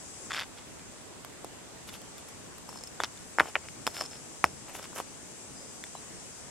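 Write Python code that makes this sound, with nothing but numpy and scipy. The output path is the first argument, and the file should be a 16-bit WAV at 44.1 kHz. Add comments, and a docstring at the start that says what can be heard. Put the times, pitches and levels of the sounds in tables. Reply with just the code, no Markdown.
"""Sandy dirt in the bush, close to a camera: hands set stones down in a ring. Each contact is a short pressure
pulse with a low thud, decaying modes of a small and a flat stone, and a burst of noise for crushed grit.
Drags are trains of random slips, coloured by dirt, sand or the modes of the stones. Insects hiss in the trees
over a far rumble and a hiss, all shaped stereo noise; a small bird's faint peeps are rising sine tones."""
import sys
import numpy as np
from scipy import signal
from scipy.fft import rfft, irfft, next_fast_len
from scipy.io import wavfile
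from scipy.ndimage import uniform_filter1d, map_coordinates

SR = 44100
rng = np.random.default_rng(int(sys.argv[2]) if len(sys.argv) > 2 else 0)


def unload_audio(sound):
    """Save the sound as a 16-bit wav file, at the path given as the first command line argument."""
    columns = np.transpose(np.atleast_2d(sound))
    # keep every value between -1 and 1, then stretch to whole-number steps
    steps = np.round(np.clip(columns, -1, 1) * 32767)
    wavfile.write(sys.argv[1], SR, steps.astype(np.int16))


N = 286650

# modes of the small stone: (frequency [Hz], relative level [dB], decay by 60 dB [s])
SMALL_STONE_MODES = [(4450, -15, 0.028), (5240, -6.5, 0.026), (5350, -9.5, 0.026), (7210, -9, 0.019),
                     (8960, -10.5, 0.0066), (11200, -28, 0.01), (13500, -25, .008)]


def contacts():
    """Impact: each contact jolts the air, thuds into the dirt, excites modes of the stones and cracks grit."""
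    # impacts: (time [s], knock level [dB], knock pitch [Hz], knock length [cycles, held to 0.3-4],
    # small stone level [dB], flat stone level [dB], starting grit level [dB])
    contact_rows = [(0.3079, -23.5, 1540, 1.1, -55, -50, -50), (0.3187, -20, 1630, 0.64, -49, -19, -45),
                    (0.332, -31, 1430, 0.84, -50, -18, -45), (0.347, -19, 1840, 0.62, -32, -37, -47),
                    (0.3386, -27, 1440, 1.1, -35, -43, -45), (0.3655, -28, 1490, 1.1, -66, -51, -51),
                    (0.3834, -20.5, 1740, 0.66, -33, -40, -48), (0.391, -26, 1500, 1.2, -43, -49, -43),
                    (0.403, -21.5, 3420, 0.7, -41, -41, -40), (0.4219, -25, 1440, 0.44, -52, -41, -55),
                    (0.585, -34, 3320, 0.55, -55, -48, -55), (0.795, -35, 2500, 0.41, -62, -37, -52),
                    (1.248, -30.5, 860, 0.42, -55, -52, -34), (1.446, -26, 724, 0.5, -45, -56, -34),
                    (1.8946, -37, 3290, 0.63, -52, -24, -42), (1.9405, -34, 3080, 1.5, -51, -46, -43),
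                    (2.0173, -51, 1120, 0.5, -47, -54, -41), (2.1813, -55, 520, 0.55, -46, -27, -40),
                    (2.2867, -45, 1100, 0.55, -41, -61, -44), (2.5829, -53, 1100, 0.55, -65, -67, -38),
                    (2.6911, -31.5, 960, 0.86, -37, -58, -59), (2.716, -44, 900, 0.55, -43, -61, -54),
                    (2.7284, -34, 1080, 0.49, -46, -55, -45), (2.759, -35.5, 970, 0.73, -42, -57, -54),
                    (2.7747, -41, 950, 0.55, -38, -58, -54), (2.788, -50, 1080, 0.55, -37, -60, -53),
                    (2.81, -39, 880, 0.55, -39, -63, -55), (2.8373, -34, 520, 0.27, -32, -47, -37.5),
                    (2.8734, -45, 3320, 0.43, -32.5, -39, -40), (3.003, -12, 1200, 0.51, -55, -11.5, -53),
                    (3.0362, -12, 4960, 0.65, -60, -60, -37), (3.037, -13, 1130, 0.23, -40, -34, -31),
                    (3.045, -23.5, 5460, 3.2, -60, -60, -50), (3.0455, -22, 1100, 0.27, -45, -21, -41),
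                    (3.175, -39, 3000, 0.55, -62, -26, -48), (3.386, -6, 1240, 0.45, -36, -49, -38),
                    (3.3973, -8.5, 1940, 0.27, -42, -32, -30), (3.4001, -1.5, 1620, 0.79, -37, -17, -31),
                    (3.4, -16.5, 3560, 0.71, -60, -60, -53), (3.4067, -2, 1090, 0.31, -31, -40, -31),
                    (3.413, -18, 865, 0.28, -48, -57, -60), (3.434, -30, 1200, 0.63, -55, -60, -55),
                    (3.4576, -24.5, 710, 0.29, -53, -61, -51), (3.483, -34, 730, 0.57, -50, -62, -52),
                    (3.4875, -35, 706, 0.58, -37, -50, -52), (3.5551, -7, 1930, 0.52, -42, -22, -41),
                    (3.5572, -17, 2350, 1.8, -65, -60, -60), (3.5626, -20, 1640, 0.55, -51, -51, -53),
                    (3.6865, -28, 2200, 0.66, -36.5, -50, -55),
                    (3.8678, -14, 2750, 0.71, -17.5, -15, -20.5), (3.8757, -13, 1040, 0.42, -29, -15, -26),
                    (3.968, -21.5, 1720, 0.37, -35, -42, -36), (4.0105, -15.5, 1120, 0.26, -22, -51, -39),
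                    (4.0203, -26.5, 775, 0.43, -28.5, -26, -45), (4.0386, -47, 520, 0.55, -34, -43, -40),
                    (4.053, -38, 1400, 0.47, -45, -56, -45), (4.1154, -38, 600, 0.58, -43, -57, -54),
                    (4.14, -48, 2500, 0.55, -41.5, -56, -50), (4.442, -0.5, 1460, 0.39, -43, -23, -28),
                    (4.4428, -25, 5230, 1.9, -60, -60, -45), (4.4429, -6.5, 1070, 0.52, -43, -38, -22.5),
                    (4.4515, -40, 580, 0.35, -32, -44, -35), (4.7966, -29.5, 830, 0.4, -52, -56, -53),
                    (4.8286, -36, 1230, 0.36, -39, -46, -45), (4.8425, -30.5, 1570, 0.41, -39.5, -53, -46),
                    (4.856, -34, 1590, 0.41, -51, -52, -44), (4.931, -36, 1070, 0.72, -55, -58, -45),
                    (4.98, -37, 1010, 1.2, -49, -51, -32), (4.9857, -30, 1120, 0.52, -49, -39, -32),
                    (5.0017, -19, 836, 0.45, -48, -39, -35), (5.8392, -30.5, 1830, 1.1, -58, -23.5, -35),
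                    (5.868, -34, 2500, 0.36, -62, -36, -48), (5.9528, -29.5, 855, 0.88, -58, -44, -42)]
    # modes of the flat stone: (frequency [Hz], relative level [dB], decay by 60 dB [s])
    flat_stone_modes = [(3486, -15.5, 0.025), (7000, -15.5, 0.0068)]
    # colour of crushed grit: (frequency [Hz], relative level [dB])
    grit_colour = [(1500, 13), (3000, 7), (6000, 5.5), (9000, 7), (11500, 9.5), (14000, -3), (16000, -8)]
    lead, early = 128, 10  # samples: room before the jolt's centre; start of the rings ahead of that centre
    t = np.arange(2048) / SR
    after = t[:-lead]
    small_body = signal.butter(2, 160 / (SR / 2), "high")  # a fist-sized stone radiates no bass
    out = np.zeros((2, N))
    for s, knock_db, hz, cycles, small_db, flat_db, grit_db in contact_rows:
        knock = jolt(t - lead / SR, hz, np.clip(cycles, .3, 4))
        hit = amp(knock_db) * signal.lfilter(*small_body, knock)
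        small_ring = amp(small_db) * ring(SMALL_STONE_MODES, after, spread_db=2.5)
        flat_ring = amp(flat_db) * ring(flat_stone_modes, after, spread_db=3.0)
        hit[lead - early:-early] += small_ring + thud(after, knock_db) + flat_ring
        add(out, round(s * SR) - lead, scattered(hit, level_db=-9.5))
        crack = wide(rng.standard_normal((3, len(after))), grit_colour)
        add(out, round(s * SR) - early, amp(grit_db - 60 * after / 0.011) * crack)  # 60 dB down in 11 ms
    return out


def jolt(t, hz, cycles):
    """Acceleration noise: a stone stopped short pushes the air, then pulls it back, rising faster than it ends."""
    width = cycles * np.where(t < 0, .75, 1.15)
    return np.cos(2 * np.pi * hz * t + np.pi / 3) * np.exp(-(t * hz / width) ** 2)


def thud(t, knock_db):
    """Damped resonance: the dirt under a heavy stone gives one low mode that builds up and dies away."""
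    hz, below_knock_db, t60, build_up = 80.5, 42, 0.22, 0.0096  # the last two in s
    decay = amp(knock_db - below_knock_db - 60 * t / t60)
    return decay * np.sin(2 * np.pi * hz * t) * (1 - np.exp(-t / build_up))


def ring(modes, t, spread_db):
    """Modal decay: a stone rings as a sum of damped sines, each mode struck at a new random strength."""
    total = 0
    for hz, db, t60 in modes:
        strength_db = db + spread_db * rng.standard_normal()
        total = total + amp(strength_db - 60 * t / t60) * np.sin(2 * np.pi * hz * t)
    return total * (1 - np.exp(-t / 0.0001))  # onset of 0.1 ms


def drags():
    """Stick-slip friction: rough faces slip grain by grain on dirt, on stone, over sand; the small stone rings."""
    # drags: (time of full level [s], hold [s], grind on dirt [dB], rasp on stone before its high-pass [dB],
    # sand [dB], small stone [dB])
    drag_rows = [(0.308, 0.0079, -73, -37.5, -58, -75), (0.338, .027, -67, -33, -53, -75),
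                 (.375, 0.0097, -70, -36.5, -58, -75), (.39, .014, -70, -35.5, -52, -75),
                 (0.411, .023, -61, -39.5, -61, -75), (0.571, .02, -70, -52, -68, -75),
                 (1.878, 0.013, -57, -47, -51.5, -75), (1.926, 0.033, -58, -49.5, -52.5, -75),
                 (2.18, .015, -68, -60, -60, -75), (2.285, .006, -62, -64, -54, -71),
                 (2.69, .005, -53, -68, -51, -63), (2.736, .035, -56, -73, -60, -50.5),
                 (3.007, 0.0039, -39, -42, -47, -65), (3.042, 0.0053, -54, -38.5, -56, -61),
                 (3.414, 0.0048, -36.5, -50, -60, -65), (3.437, 0.063, -48, -57, -58, -61),
                 (3.558, 0.0048, -34.5, -58, -58, -70), (3.639, 0.014, -49.5, -71, -68, -70),
                 (3.88, .01, -56, -52, -51, -59), (3.9, .02, -68, -62, -58, -56),
                 (3.942, .035, -49, -46.5, -50.5, -45.5), (3.983, .04, -45, -48.5, -51, -42.5),
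                 (4.038, .02, -51.5, -50.5, -62, -45), (4.11, .06, -63, -57.5, -67, -53),
                 (4.449, 0.019, -50, -55, -61, -58), (4.665, .015, -58, -68, -69, -75),
                 (4.688, 0.014, -45.5, -60, -54, -75), (4.74, 0.027, -46, -51, -47, -70),
                 (4.783, 0.014, -47.5, -52, -51, -70), (4.824, 0.029, -54.5, -49.5, -57, -64),
                 (4.954, 0.0084, -43.5, -59, -47, -70), (4.968, .036, -43.5, -50, -47, -68)]
    # colour of loose sand: (frequency [Hz], relative level [dB])
    sand_colour = [(1500, -34), (3000, -24), (6000, 4), (9000, -1.5), (11500, 3.5), (14000, -11),
                   (16000, -15)]
    # modes of two stone faces rasping together: (frequency [Hz], relative level [dB], decay by 60 dB [s])
    face_modes = [(1030, -8, 0.0015), (1500, 1.5, 0.005), (2120, 0.5, 0.0037), (2570, -5.5, 0.0055),
                  (3030, 6, 0.0026), (3450, -3, 0.0053), (4280, -3, 0.0035), (4770, -16, 0.0046),
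                  (6240, -27, 0.01)]
    rise, fall, heard_db = 1800, 1000, 30  # dB/s, dB/s; each drag is followed this far down
    judder_db = 1.5 * wobble(120)  # the hand's pressure is uneven
    no_bass = signal.butter(2, 950 / (SR / 2), "high")  # the rasp carries nothing much below 950 Hz
    out = np.zeros((2, N))
    for s, hold, grind_db, rasp_db, sand_db, small_db in drag_rows:
        start = round((s - heard_db / rise) * SR)
        length = round((s + hold + heard_db / fall) * SR) - start
        now = start + np.arange(length)
        push = amp(swell(now / SR, s, hold, rise, fall) + judder_db[now])
        rasp = signal.lfilter(*no_bass, rung(face_modes, length, rate=1500))
        tickle = rung(SMALL_STONE_MODES, length, rate=900)
        mix = amp(grind_db) * grind(length) + amp(rasp_db) * rasp + amp(small_db) * tickle
        add(out, start, scattered(push * mix, level_db=-12))
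        grains = np.array([slips(length, 2800, spread_db=3) for _ in range(3)])
        add(out, start, amp(sand_db) * push * wide(grains, sand_colour))
    return out


def grind(length):
    """Roughness noise: slips coloured by the dirt, at rms 1, plus sparser bumps over knobs."""
    # colour of a heavy stone on dirt: (frequency [Hz], relative level [dB])
    dirt_colour = [(150, -17), (300, 1.5), (600, 12), (1290, 4), (2000, 1), (3040, 1.5), (4000, -27),
                   (6000, -60)]
    bump = jolt((np.arange(256) - 128) / SR, hz=960, cycles=0.62)
    rough = unit(filtered(slips(length, 1400, spread_db=7.5), lambda hz: amp(along(dirt_colour, hz))))
    bumps = np.convolve(slips(length, 40, spread_db=3), bump)[:length]
    return rough + amp(2) * bumps  # bumps of typical strength are scaled 2 dB over the slips' rms


def rung(modes, length, rate):
    """Impulse response: every slip sets off the same modal ring; the sum is brought to rms 1."""
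    response = ring(modes, np.arange(1024) / SR, spread_db=0.8)
    return unit(np.convolve(slips(length, rate, spread_db=7.0), response)[:length])


def slips(length, rate, spread_db):
    """Shot noise: random slips, rate a second on average, of either sign and of uneven size."""
    happens, sign = rng.random((2, length))
    size = amp(spread_db * rng.standard_normal(length))
    return (happens < rate / SR) * size * np.sign(sign - .5)


def swell(t, start, hold, rise, fall):
    """Exponential envelope: dB under full level, a straight rise up to start, a hold, then a straight fall."""
    return np.minimum(0, np.minimum(rise * (t - start), fall * (start + hold - t)))


def scattered(x, level_db):
    """Scattering: stereo of the direct sound and its answer from ground and stones, unlike at the two ports."""
    # decay of the answer from ground and ring of stones: (frequency [Hz], decay by 60 dB [s])
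    scatter_decay = [(200, 0.15), (1000, 0.015), (3000, 0.021), (10000, 0.061)]
    hz, t, z = signal.stft(rng.standard_normal((2, 4096)), SR, nperseg=64)
    decay = amp(-60 * t / along(scatter_decay, hz)[:, None])
    tail = signal.istft(z * decay, SR, nperseg=64)[1]
    tail = tail + 0.4 * tail[::-1].mean(axis=0)  # part of the answer is common to both ports
    delayed = np.pad(x, (30, 0))[None]  # samples
    wet = signal.fftconvolve(delayed, tail / np.linalg.norm(tail[0]), axes=1)
    wet *= amp(level_db)
    wet[:, :len(x)] += x * amp([[.4], [-.4]])  # the direct sound leans left
    return wet


def wide(sources, colour):
    """Partial coherence: grains lie spread out, one part reaching both ports, the others one port each."""
    shared, left, right = filtered(sources, lambda hz: amp(along(colour, hz)))
    return unit(0.72 * shared + np.array([left, right]))


def bird():
    """Frequency modulation: thin rising peeps far off waver in pitch, blurred and broken by the trees."""
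    # peeps: (time of full level [s], hold [s], pitch at that time before waver [Hz], level before flutter [dB])
    peep_rows = [(5.562, .07, 4910, -53), (5.668, .03, 4960, -57), (5.968, 0.01, 4000, -53.5)]
    rise_hz_per_s, edge_db_per_s = 2000, 700
    t = np.arange(N) / SR
    waver_hz = 45 * wobble(300)
    flutter_db = 3 * np.array([wobble(70), wobble(70)])  # one for each port
    out = np.zeros((2, N))
    for s, hold, hz, db in peep_rows:
        pitch = hz + rise_hz_per_s * (t - s) + waver_hz
        level_db = db + swell(t, s, hold, edge_db_per_s, edge_db_per_s) + flutter_db
        out += amp(level_db) * np.sin(2 * np.pi * np.cumsum(pitch) / SR)
    return out


def insects():
    """Superposition: many insects merge into treble noise whose level and left-right balance drift."""
    # course of the chorus: (time [s], level before wobble [dB], left minus right [dB])
    chorus_course = [(0.0, -52, 3), (0.25, -51, 5), (0.42, -56.5, .5), (0.98, -56, 1), (1.23, -58, -0.5),
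                     (2.08, -55.5, 0.5), (2.55, -56, 3.5), (4.14, -53, 4), (4.83, -54.5, 5),
                     (5.88, -52, 3.5), (6.5, -52.5, 3.5)]
    # spectrum of the chorus: (frequency [Hz], relative density [dB per Hz])
    chorus_spectrum = [(3500, -40), (4440, -15), (4870, -4), (5670, -1.5), (6250, 0.5), (7100, 1),
                       (7700, 3.5), (8500, -0.5), (9170, -4), (9770, -5.5), (10800, -15.5), (13000, -63),
                       (16000, -50)]
    level_db, pan_db = curves(chorus_course)
    level_db = level_db + 0.11 * wobble(3.8)
    return amp(level_db + np.outer([.5, -.5], pan_db)) * rush(chorus_spectrum, patchy_db=0.87)


def rumble():
    """Low-pass noise: the far rumble is strongest in the bass and wavers slightly in level."""
    # spectrum of the rumble: (frequency [Hz], relative density [dB per Hz])
    rumble_spectrum = [(12, -44), (20, -14), (86, -2), (226, -1.5), (266, -2.5), (359, -3.5), (474, -5),
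                       (1090, -10.5), (1190, -12), (3080, -16), (5000, -19), (6500, -65), (11000, -120)]
    return amp(-51.5 + 0.1 * wobble(3.11)) * rush(rumble_spectrum, patchy_db=1)


def hiss():
    """Stationary noise: a background hiss of constant mean level with small random patches."""
    # spectrum of the hiss: (frequency [Hz], relative density [dB per Hz])
    hiss_spectrum = [(2000, -32), (4000, 0), (8000, -3), (11000, 3.5), (13000, -4.5), (16000, -13)]
    return amp(-66.5) * rush(hiss_spectrum, patchy_db=2.5)


def rush(spectrum, patchy_db):
    """Diffuse field: stereo noise of set coherence, its centre at rms 1, with patches of random gain."""
    # likeness of the two ports: (frequency [Hz], correlation [-1 to 1])
    likeness = [(60, -0.0071), (180, 0.12), (550, 0.17), (1650, 0.28), (4970, -0.23), (15000, 0.1)]
    # balance of the two ports: (frequency [Hz], left minus right [dB])
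    leftward = [(60, 0), (180, -0.5), (550, -0.5), (1650, 0), (4970, 0), (15000, 2)]
    z = signal.stft(rng.standard_normal((2, N)), nperseg=512)[2]
    field = uniform_filter1d(rng.standard_normal(z.shape[1:]), size=6, axis=0)  # across frequency
    field = uniform_filter1d(field, size=12, axis=1)  # across time
    pair = signal.istft(z * amp(patchy_db * unit(field)), nperseg=512)[1][:, :N]

    def mid_side(hz):
        turn = np.arccos(np.clip(along(likeness, hz), -1, 1)) / 2  # half the angle whose cosine is the likeness
        return amp(along(spectrum, hz)) * [np.cos(turn), np.sin(turn)]

    def lean(hz):
        return amp(np.outer([.5, -.5], along(leftward, hz)))

    mid, side = filtered(pair, mid_side)
    pair = filtered(np.array([mid + side, mid - side]), lean)
    return pair / np.std(pair.mean(axis=0))


def amp(db):
    """Level: the gain that a number of dB stands for."""
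    return 10 ** (np.asarray(db) / 20)


def unit(x):
    """Normalisation: x at rms 1."""
    return x / np.sqrt(np.mean(x ** 2) + 1e-20)


def along(points, hz):
    """Interpolation: (frequency, value) points joined on a log frequency axis."""
    f, v = np.transpose(points)
    return np.interp(np.log(hz + 1), np.log(f + 1), v)


def curves(rows):
    """Interpolation: one value per sample for each column after the time."""
    s, *cols = np.transpose(rows)
    return [np.interp(np.arange(N) / SR, s, c) for c in cols]


def wobble(rate):
    """Band-limited fluctuation: a smooth random curve, rate knots a second."""
    knots = rng.standard_normal(int(N * rate / SR) + 4)
    return map_coordinates(knots, [np.arange(N) * rate / SR])


def filtered(x, response):
    """Linear filtering: the spectrum of x times a response of frequency."""
    m = next_fast_len(x.shape[-1] + 8192)
    return irfft(rfft(x, m) * response(np.fft.rfftfreq(m, 1 / SR)), m)[..., :x.shape[-1]]


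def add(track, start, x):
    """Superposition: lay x into track from sample start, cut at the end."""
    part = track[:, start:start + x.shape[1]]
    part += x[:, :part.shape[1]]


def scene():
    """Superposition: stones in front, bush all round."""
    return contacts() + drags() + bird() + insects() + rumble() + hiss()


def record(dry):
    """Band limiting: the camera keeps nothing from 16.3 kHz up."""
    return filtered(dry, lambda hz: hz < 16300)


dry = scene()
out = record(dry)
unload_audio(out)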